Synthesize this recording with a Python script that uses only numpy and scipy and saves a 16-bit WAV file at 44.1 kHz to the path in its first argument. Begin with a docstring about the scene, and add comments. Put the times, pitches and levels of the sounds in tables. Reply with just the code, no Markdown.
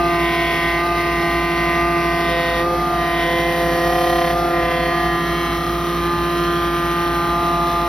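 """Vane pump under varying load

An electric five-vane fuel pump runs while a hand-held phone moves around its meter. Every vane
pushes out a pressure pulse: a harmonic buzz that speeds up and changes colour when the load lets up.
Under strain the casing sings. Unequal vanes rattle it once a turn, and an off-centre rotor shudders.
Fuel turbulence rushes and hisses, the meter's face echoes the treble, and two machines drone nearby."""
import sys
import numpy as np
from scipy import signal
from scipy.fft import rfft, irfft, next_fast_len
from scipy.io import wavfile
from scipy.ndimage import uniform_filter1d, map_coordinates

SR = 44100
rng = np.random.default_rng(int(sys.argv[2]) if len(sys.argv) > 2 else 0)


def transcribe(signal):
    """Save signal, clipped to [-1, 1], as a 16-bit WAV file at the path in sys.argv[1]."""
    frames = np.atleast_2d(signal).T
    limited = np.clip(frames, -1, 1)
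    pcm = np.round(limited * 32767).astype(np.int16)
    wavfile.write(sys.argv[1], SR, pcm)


N = 347508

# Strains, when the pump labours and its casing sings. Each row: start in seconds, length in seconds,
# depth, initial pitch of the singing in Hz, its full level in dB.
STRAINS = [(0.163, 0.47, 0.56, 3300, -49), (2.17, 0.34, 0.18, 3650, -38), (3.101, 0.28, 0.46, 3260, -40),
           (4.58, 0.171, 0.32, 2560, -48), (5.303, 0.22, 0.27, 3150, -45)]
# Shudders of the casing. Each row: start in seconds, length in seconds, strength.
SHUDDERS = [(3.42, 0.45, 0.22), (3.87, 0.43, .9), (4.32, 0.55, 0.45)]

VANES = 5
LOAD_ATTACK_S, LOAD_RELEASE_S = 0.101, 0.2
FADE_S = 0.057  # rise and fall of the brief changes of partials, and of shudders and throbs
UNLOADED_DEPTH = 0.59  # depth of easing beyond which the vanes lose their bite
SWING_ANGLE = 3.0  # angle of the turn, in radians, where the rotor is closest to the housing


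def buzz(phase, ease, shares):
    """Harmonic series of a periodic source: the load shifts strength between partials of the vane pulses."""
    # Low hum, the second partial. Each row: time in seconds, level in dB.
    hum_table = [(0.0, -21), (0.22, -20.5), (0.5, -25.5), (2.04, -22.5), (2.57, -29.5), (2.61, -25),
                 (3.93, -24), (4.08, -21.5), (4.32, -25.5), (4.54, -21), (4.78, -28), (4.96, -22.5),
                 (5.64, -26), (6.43, -21.5), (7.81, -27.5), (7.88, -26)]
    # Other partials. Each row: multiple of the vane rate, level in dB at place 0, 1 and 2
    # (before a common trim), change in dB at an easing of depth 1.
    partials = [(1, -35.5, -34, -32.5, 0.5), (3, -44, -39.5, -42, -0.5), (4, -25.5, -27, -35.5, 1),
                (5, -38, -42.5, -38, 7.5), (6, -27.5, -28.5, -32.5, -2), (7, -27.5, -31.5, -24.5, 5.5),
                (8, -49, -39, -36.5, 1), (9, -33.5, -43.5, -45, -0.5), (10, -44, -37, -43, -1),
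                (11, -29, -28.5, -39, -3), (12, -30, -36, -46, -2), (13, -35, -53, -44, -5),
                (14, -38.5, -40.5, -46, -2), (15, -40.5, -46, -48.5, 0.5), (16, -38, -44.5, -43.5, -2),
                (17, -45.5, -63, -58, -10), (18, -47, -40, -43, -3), (19, -47.5, -49, -40.5, -11),
                (20, -49, -47.5, -54, -12), (21, -51, -58, -55, -10), (22, -48.5, -57, -57, -1.5),
                (23, -69, -65, -47, 5), (24, -63, -58, -46, -2), (25, -54, -54, -66, -1),
                (27, -52, -50, -66, -0.5), (29, -64, -63, -64, 1), (32, -69, -68, -52, 1),
                (34, -68, -59, -65, -2)]
    # Single partials swell or sink for a while.
    # Each row: start in seconds, length in seconds, change in dB, multiple of the vane rate.
    single_changes = [(2.245, 0.5, 17, 3), (3.213, 1.67, 14.5, 3), (2.603, 0.26, -6.5, 4),
                      (3.55, 0.73, 3.5, 4), (5.1, 0.077, -9, 4), (5.88, 0.34, -6, 4), (7.3, 0.66, 5, 4),
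                      (1.6, .6, 1, 5), (2.6, 0.21, -3, 5), (4.2, .63, -7, 5), (4.35, .15, 1.5, 5),
                      (4.92, 0.533, 2.5, 5), (5.99, .2, 4, 5), (6.278, 0.301, -12, 5), (6.8, 1.1, 5, 5),
                      (5.57, .13, -5, 6), (5.98, .15, 1, 6), (7.15, 0.69, 3.5, 6), (0.253, 0.26, -7, 7),
                      (2.299, 0.22, -7, 7), (3.141, 0.41, -5.5, 7), (3.797, 0.428, 3.5, 7),
                      (4.5, 0.21, 4, 7), (4.87, 0.33, 4.5, 7), (6.3, 1.55, 2, 7), (2.8, .3, 5, 8),
                      (4.35, 0.25, 5.5, 8), (6.4, 1.25, 2, 8), (5.989, 1.29, 10, 9), (4.55, 0.94, 3.5, 10),
                      (5.999, 1.13, 4.5, 10), (3.617, 0.222, 2, 11), (3.84, 0.16, -3, 11),
                      (3.8, 0.14, 3.5, 11), (4.55, 0.346, -0.5, 11), (0.347, 0.44, 3, 12),
                      (3.18, .28, 2.5, 12), (3.83, 0.34, -14, 12), (4.9, 0.67, 3.5, 12), (2.05, .5, -6, 13),
                      (5.17, 0.42, 8, 13), (4.97, 0.69, -17, 14), (3.52, 0.58, -6, 16),
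                      (0.18, 0.497, 1.5, 20), (.2, .5, 0.5, 17), (1, .8, 0, 17), (7.1, .8, 5, 23),
                      (4.75, 0.62, 10.5, 25)]
    # Dips of the partials above the second. Each row: start in seconds, length in seconds, change in dB.
    muffles = [(5.517, 0.468, -2.5)]
    # Throb depth added by a shudder of strength 1. Each row: multiple of the vane rate, depth from 0 to 1.
    shudder_depths = [(3, .05), (4, .38), (6, .36), (7, .08), (9, .15), (10, .3), (11, .42), (14, .35),
                      (20, .3)]
    collapse = 6.7  # further loss without load, for partials that need it
    wander_db, upper_wander_db, flutter_db = 0.84, 1.5, 1.02
    phase_spread = 1.27  # radians, from each partial's own path through the casing
    port_spread = 0.02  # difference between the ports per multiple of the vane rate
    whine_db, limp_db = -0.12, -23

    hum_db, = curves(hum_table)
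    muffle_db = swells(muffles, FADE_S, FADE_S)
    shaking = swells(SHUDDERS, FADE_S, FADE_S)
    unloaded = np.maximum(ease - UNLOADED_DEPTH, 0)
    rotor = np.exp(1j * (phase / VANES - SWING_ANGLE))

    def partial(order, db):
        """A partial as a rotating phasor, with a fluttering level and a phase of its own."""
        angle = order * phase + phase_spread * rng.standard_normal()
        return undb(db + flutter_db * walk(35)) * np.exp(1j * angle)

    whine, apart = 0, 0
    for order, *place_db, ease_db in partials:
        order = round(order)
        # short waves wander most as the phone moves
        wander = np.interp(order, (7, 13), (wander_db, upper_wander_db)) * walk(4)
        load_db = ease_db * ease + collapse * min(ease_db, 0) * unloaded
        own_changes = [row for row in single_changes if round(row[-1]) == order]
        change_db = swells(own_changes, FADE_S, FADE_S)
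        total_db = np.array(place_db) @ shares + load_db + change_db + wander
        if order > 1:
            total_db = total_db + muffle_db
        # the off-centre rotor makes the partials surge together once a turn, deeply in a shudder
        limp = undb(limp_db) + shaking * np.interp(order, *np.transpose(shudder_depths))
        tone = partial(order, total_db) / (1 - limp * rotor)
        whine = whine + tone.real
        apart = apart + port_spread * order * walk(1.99) * tone.imag
    hum = partial(2, hum_db).real
    stereo_whine = whine + np.array([[1], [-1]]) * apart
    return np.sqrt(2) * (hum + undb(whine_db) * stereo_whine)


def rattle(phase, shares):
    """Impulse excitation of resonances: unequal vanes knock the casing in a pattern repeated each turn."""
    # Casing resonances. Each row: centre in Hz, width in Hz, relative level in dB at place 0, 1 and 2.
    casing_modes = [(407, 59, 11, 11, -1), (760, 190, 0.5, 6, -22), (1210, 93, 6, 5.5, 7.5),
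                    (1477, 170, 4, -25, -6), (1715, 270, -33, -5.5, -1), (2720, 2300, -24, -27, -18),
                    (3730, 1350, -8.5, -30, -7)]
    rattle_db, second, scatter = -35.5, 0.56, 0.41

    stroke = phase / (2 * np.pi)
    number = np.arange(1, int(stroke[-1]))
    angle = 2 * np.pi * number / VANES
    chance = rng.standard_normal(len(number))
    size = np.cos(angle) + second * np.cos(2 * angle + 1) + scatter * chance
    # each knock is shared between the two samples around its exact instant
    at = np.interp(number, stroke, np.arange(N))
    whole, part = at.astype(int), at % 1
    knocks = np.bincount(whole, size * (1 - part), N + 1)
    knocks = knocks + np.bincount(whole + 1, size * part, N + 1)
    casing = sum(undb(place_db)[:, None] * resonance(hz, width) for hz, width, *place_db in casing_modes)
    return level(np.sum(shares * shape(knocks[:N], casing), axis=0), rattle_db)


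def fuel(phase, ease, shares):
    """Modulated turbulence: smooth in the bass, higher up a spurt per vane that partly repeats each turn."""
    # Spectrum of the rush. Each row: frequency in Hz, relative density in dB per Hz at place 0, 1 and 2.
    flow = [(20, -80, -80, -80), (35, -61, -63, -67), (60, -58.5, -57.5, -56.5), (382, -58, -57.5, -57.5),
            (577, -62, -64, -60.5), (694, -57, -56.5, -61), (945, -68.5, -64, -68.5),
            (1250, -60.5, -61, -57.5), (1650, -68, -62.5, -66.5), (2000, -58.5, -61.5, -62),
            (2560, -64, -66.5, -65), (3150, -65, -64.5, -62), (3650, -68, -64, -68.5),
            (3900, -69.5, -64.5, -64.5), (4230, -66, -65, -62.5), (4470, -70.5, -69.5, -75.5),
            (6020, -73, -69, -69), (7000, -89, -85.5, -84.5), (11100, -74, -70.5, -71),
            (11650, -70.5, -61.5, -64), (12100, -67, -63, -63), (13060, -64.5, -61.5, -59),
            (16400, -94, -92, -88)]
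    # Part that repeats with the shaft. Each row: frequency in Hz, share of the power from 0 to 1.
    repeating_share = [(300, .15), (600, .25), (1100, .75), (2000, .8), (2600, .85), (4200, .85),
                       (6500, .6), (12000, .15)]
    # Hiss of the fuel in the valve. Each row: time in seconds, level in dB before trim and load.
    valve_hiss = [(0, -33.5), (3.2, -34), (3.65, -31.5), (4.2, -30.5), (4.6, -35.5), (5.7, -33.5),
                  (6.7, -33.5), (7.88, -33.5)]
    apart_db = -6  # noise that differs between the ports
    rush_db, hiss_db = -2.0, 1.1  # trims
    ease_hiss_db = -1.5  # change at an easing of depth 1
    pulsing, flicker_db, split_hz = 0.23, 0.78, 2300.0

    apart = shape(rng.standard_normal((2, N)), np.minimum(bins() / 3500, 1))
    repeating = contour(repeating_share)
    churn = shape(per_turn(phase), np.sqrt(repeating))
    churn = churn + shape(rng.standard_normal(N), np.sqrt(1 - repeating))
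    noise = np.sqrt(SR / 2) * (churn + undb(apart_db) * apart)
    spurts = (1 + pulsing * np.cos(phase - 1)) * undb(flicker_db * walk(40))
    bass = 1 / (1 + (bins() / 800) ** 4)
    noise = shape(noise, bass) + shape(noise * level(spurts, 0), 1 - bass)
    rush = sum(share * shape(noise, undb(contour(flow, axis=k + 1))) for k, share in enumerate(shares))
    low = shape(rush, 1 / (1 + (bins() / split_hz) ** 4))
    # the treble is the valve's hiss: even out its power over half a second, then give it its own level
    hiss = patchy(rush - low)
    hiss = hiss / np.sqrt(uniform_filter1d(np.mean(hiss ** 2, axis=0), SR // 2))
    valve_db, = curves(valve_hiss)
    return undb(rush_db) * low + undb(valve_db + hiss_db + ease_hiss_db * ease) * hiss


def per_turn(phase):
    """Correlated noise: a pattern returns with every turn of the shaft, a little changed each time."""
    turns = phase / (2 * np.pi * VANES) + 1
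    size = round(N / (turns[-1] - turns[0]))
    memory = 0.88  # correlation between successive turns
    fresh = rng.standard_normal((int(turns[-1]) + 2, size))
    gain = np.sqrt(1 - memory ** 2)
    pattern, _ = signal.lfilter([gain], [1, -memory], fresh, axis=0, zi=memory * fresh[-1:])
    return map_coordinates(pattern.ravel(), [turns * size], mode="mirror")


def patchy(x):
    """Independent band modulation: neighbouring bands of hiss swell and fade as the phone moves."""
    from_hz, width_hz, count = 2510, 373.0, 8
    depth_db, rate_hz = 1.5, 2.52
    out = x
    for k in range(count):
        band = np.maximum(1 - np.abs(bins() - from_hz - k * width_hz) / width_hz, 0)
        out = out + (undb(depth_db * walk(rate_hz)) - 1) * shape(x, band)
    return out


def singing(phase):
    """Driven resonance: under strain each vane scrapes the housing and rings a mode that slides upward."""
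    rise_hz_per_s, width_hz, rough = 400, 300, 0.3
    sharpness, uneven = 170.0, 0.15
    t = np.arange(N) / SR
    scrapes = np.exp(sharpness * (np.cos(phase) - 1))
    scrapes = scrapes * (1 + uneven * np.cos(phase / VANES) + rough * walk(340))
    ring = 1 / (1 + (bins() / width_hz) ** 2)
    out = 0
    for s, length, _, hz, db in STRAINS:
        centre_hz = hz + rise_hz_per_s * np.clip(t - s, 0, length)
        centre = np.exp(2j * np.pi * np.cumsum(centre_hz) / SR)
        # shift the mode down to zero, filter there, and shift back up
        tone = sum(part * shape(scrapes * part, ring) for part in (centre.real, centre.imag))
        out = out + level(tone, db) * swells([(s, length, 1)], LOAD_ATTACK_S, LOAD_RELEASE_S)
    return out


def shudder(phase):
    """Friction excites casing modes: the rotor swings at the housing and scrapes a rough burst each turn."""
    # Modes of the shudder. 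Each row: centre in Hz, width in Hz, level in dB at strength 1.
    modes = [(750, 110, -34), (1889, 204, -37), (3358, 1190, -42)]
    sharpness = 2.2
    scrapes = np.exp(sharpness * (np.cos(phase / VANES - SWING_ANGLE) - 1)) * per_turn(phase)
    ringing = sum(level(shape(scrapes, resonance(hz, width)), db) for hz, width, db in modes)
    return swells(SHUDDERS, FADE_S, FADE_S) * ringing


def sidebands(phase, shares):
    """Modulation sidebands: the uneven rotor adds tones between vane partials; they beat with neighbours."""
    # Lasting tones. Each row: multiple of the shaft rate, mean level in dB at place 0, 1 and 2.
    lasting = [(21, -42, -33, -50), (23, -57, -41, -76), (24, -43.5, -47, -39), (26, -48, -66, -49),
               (31, -47, -48, -43.5), (32, -74, -48.5, -60), (34, -48, -57, -47), (37, -61, -55, -52),
               (56, -50, -57, -55), (59, -43, -52, -63)]
    # Swelling tones. 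Each row: start in seconds, length in seconds, level in dB, multiple of the shaft rate.
    throbs = [(3.87, 0.42, -44, 66), (5.25, 0.71, -34, 36), (5.57, .45, -40, 37), (5.4, 0.455, -40, 39),
              (2.65, 0.52, -43, 24)]
    wander_db = 3.0

    def tone(order):
        """A steady sinusoid locked to the shaft."""
        return np.sqrt(2) * np.cos(round(order) * phase / VANES + 2 * np.pi * rng.random())

    out = 0
    for order, *place_db in lasting:
        out = out + undb(np.array(place_db) @ shares + wander_db * walk(5.5)) * tone(order)
    for s, length, db, order in throbs:
        out = out + swells([(s, length, undb(db))], FADE_S, FADE_S) * tone(order)
    return out


def chatter(ease):
    """Resonant noise: without load the vanes flutter loosely in their slots and rasp."""
    # The row: centre in Hz, width in Hz, level in dB before scaling by the excess of easing.
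    hz, width, db = (2060, 210, -39)
    rasp = shape(rng.standard_normal(N), resonance(hz, width))
    return np.clip(ease - UNLOADED_DEPTH, 0, 1) * level(rasp, db)


def echo(x):
    """Comb filtering: the meter's face reflects the lower treble over a path that changes with the phone."""
    delay_s, drift_s, echo_db = 0.001, 0.00012, -9.5
    from_hz, to_hz = 2800, 7000
    ports = 0.012  # size of each port's own drift beside the common one
    treble = shape(x, 1 / (1 + (from_hz / bins()) ** 4) / (1 + (bins() / to_hz) ** 4))
    sway = walk(2.2)
    reflected = []
    for side in treble:
        lag = (delay_s + drift_s * (sway + ports * walk(3.9))) * SR
        reflected.append(map_coordinates(side, [np.arange(N) - lag], mode="mirror"))
    return x + undb(echo_db) * np.array(reflected)


def drone():
    """Beating: two machines hum at slightly different speeds."""
    # Rotation of the two machines, in turns a second.
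    machine_hz = (52.85, 57.2)
    # Each row is one machine: level in dB of multiples 1 to 5 of its rotation.
    machine_levels = [(-42, -56, -34, -54, -40), (-32.5, -45.5, -44.5, -48, -47.5)]
    wobble = 0.28  # radians
    out = np.zeros(N)
    for hz, levels in zip(machine_hz, machine_levels):
        phase = 2 * np.pi * hz * np.arange(N) / SR + wobble * walk(4.9)
        for k, db in enumerate(levels):
            out += undb(db) * np.cos((k + 1) * phase + 2 * np.pi * rng.random())
    return np.sqrt(2) * out


def undb(db):
    """Decibel law: amplitude ratio of a level."""
    return 10 ** (np.asarray(db) / 20)


def level(x, db):
    """Root-mean-square normalisation to a level in dB."""
    return x * undb(db) / np.sqrt(np.mean(x ** 2))


def curves(table):
    """Linear interpolation in time of each column after the first."""
    s, *columns = np.transpose(table)
    return [np.interp(np.arange(N) / SR, s, c) for c in columns]


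def swells(rows, attack_s, release_s):
    """Linear envelopes, summed: each rises from its start and dies away once its length has passed."""
    t = np.arange(N) / SR
    total = 0
    for s, length, size, *_ in rows:
        rise = np.clip((t - s) / attack_s, 0, 1)
        fall = np.clip(1 - (t - s - length) / release_s, 0, 1)
        total = total + size * rise * fall
    return total


def walk(rate):
    """Slow chance by interpolation: random knots at a rate in Hz, joined by lines, with a spread near 1."""
    knots = 1.2 * rng.standard_normal(4096)
    return np.interp(np.arange(N) * rate / SR, np.arange(len(knots)), knots)


def bins():
    """Discrete spectrum: frequencies in Hz of the long transform used by the spectral filters."""
    return np.maximum(np.fft.rfftfreq(next_fast_len(N, True), 1 / SR), 1)


def contour(table, axis=1):
    """Spectral envelope: one column interpolated over log frequency."""
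    table = np.array(table, float)
    return np.interp(np.log(bins()), np.log(table[:, 0]), table[:, axis])


def shape(x, gain):
    """Linear filtering: multiply the spectrum by a complex gain per frequency."""
    size = next_fast_len(N, True)
    return irfft(rfft(x, size) * gain, size)[..., :N]


def resonance(hz, width):
    """Two identical damped resonators in cascade, as a gain per frequency."""
    return 1 / (1 + 1j * (bins() / hz - hz / bins()) * hz / width) ** 2


def scene():
    """Common drive: one shaft times the pump's sounds; load and the phone's place set their colour."""
    # Slow drift of speed. Each row: time in seconds, vane rate in Hz before load and hunting.
    speed = [(0, 171), (.6, 171.1), (1.95, 170.9), (2.3, 171.1), (2.55, 170.5), (2.75, 170.9), (3.3, 170.8),
             (3.5, 171.3), (3.78, 170.8), (3.95, 172.1), (4.15, 172), (4.28, 171.2), (4.8, 170.8),
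             (5.25, 170.8), (5.38, 172), (5.52, 171), (5.9, 172.4), (6.1, 171.6), (6.4, 172.2),
             (7.2, 171.2), (7.88, 170.8)]
    # Easings, when the load lets up. Each row: start in seconds, length in seconds, depth.
    easings = [(-.11, 0.15, 0.99), (.75, 0.17, 0.9), (1.34, 0.16, 0.22), (1.76, 0.16, 0.75),
               (2.58, .3, 1.5), (4.27, .17, 1.32), (4.85, 0.2, 0.52), (5.57, 0.1103, 0.27),
               (6.0, 0.15, 0.67), (6.9, 0.88, 0.3), (7.27, 0.6, 0.39)]
    # The phone's path. Each row: time in seconds, place (0 facing the meter, 1 beside the motor,
    # 2 low behind the arm; fractions lie between).
    path = [(0, 0.019), (2.5, 0.05), (2.75, 0.98), (3.2, 0.43), (3.8, 1.03), (4.3, 0.94), (4.8, 0.62),
            (5.4, 1.54), (6.1, 1.67)]
    ease_hz = 1.15  # gain in vane rate at an easing of depth 1
    hunting_hz = 0.119  # random spread of the vane rate
    jitter = 0.007  # unevenness of turning, in radians of the vane cycle

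    ease = swells(easings, LOAD_ATTACK_S, LOAD_RELEASE_S)
    ease = ease - swells(STRAINS, LOAD_ATTACK_S, LOAD_RELEASE_S)
    vane_hz = curves(speed)[0] + ease_hz * ease + hunting_hz * walk(6)
    phase = 2 * np.pi * np.cumsum(vane_hz) / SR + jitter * walk(60)
    place, = curves(path)
    # weight of each place, crossfaded linearly
    shares = np.maximum(1 - np.abs(np.clip(place, 0, 2) - np.arange(3)[:, None]), 0)
    tones = buzz(phase, ease, shares) + sidebands(phase, shares)
    scraping = singing(phase) + shudder(phase) + chatter(ease)
    reflected = echo(rattle(phase, shares) + fuel(phase, ease, shares))
    return tones + scraping + reflected + drone()


def record(dry):
    """Two-port reception: lag and balance vary with frequency; then overall treble gain and a steep top cut."""
    # Lag of the right port behind the left. Each row: frequency in Hz, phase in radians.
    port_lag = [(0, 0), (860, 0.5), (1550, -0.2), (2670, 0.8), (4480, 0.6), (5510, 0.2), (6630, 3.2),
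                (8180, 3.2), (9730, 6.4), (10900, 6.3), (13200, 9.5), (14900, 9.5), (15200, 12.4),
                (16600, 12.6)]
    # Balance of the ports. Each row: frequency in Hz, left minus right in dB.
    port_balance = [(65, 0), (170, -2), (340, -2.3), (700, -.3), (1100, .4), (2000, -.5), (4000, -1),
                    (7000, 0)]
    # Overall treble gain, with a deep dip near 14 kHz. Each row: frequency in Hz, gain in dB.
    treble_gain = [(6000, -0.5), (9800, -0.5), (12900, -8), (14000, -24), (15800, 2)]
    top_hz = 15850
    sides = np.array([[0.5], [-0.5]])
    lag = np.interp(bins(), *np.transpose(port_lag))
    gain = undb(contour(treble_gain) + sides * contour(port_balance))
    response = gain * np.exp(1j * sides * lag)
    top_cut = signal.ellip(10, 0.2, 80, top_hz, fs=SR, output="sos")
    return signal.sosfilt(top_cut, shape(dry, response))


dry = scene()
out = record(dry)
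transcribe(out)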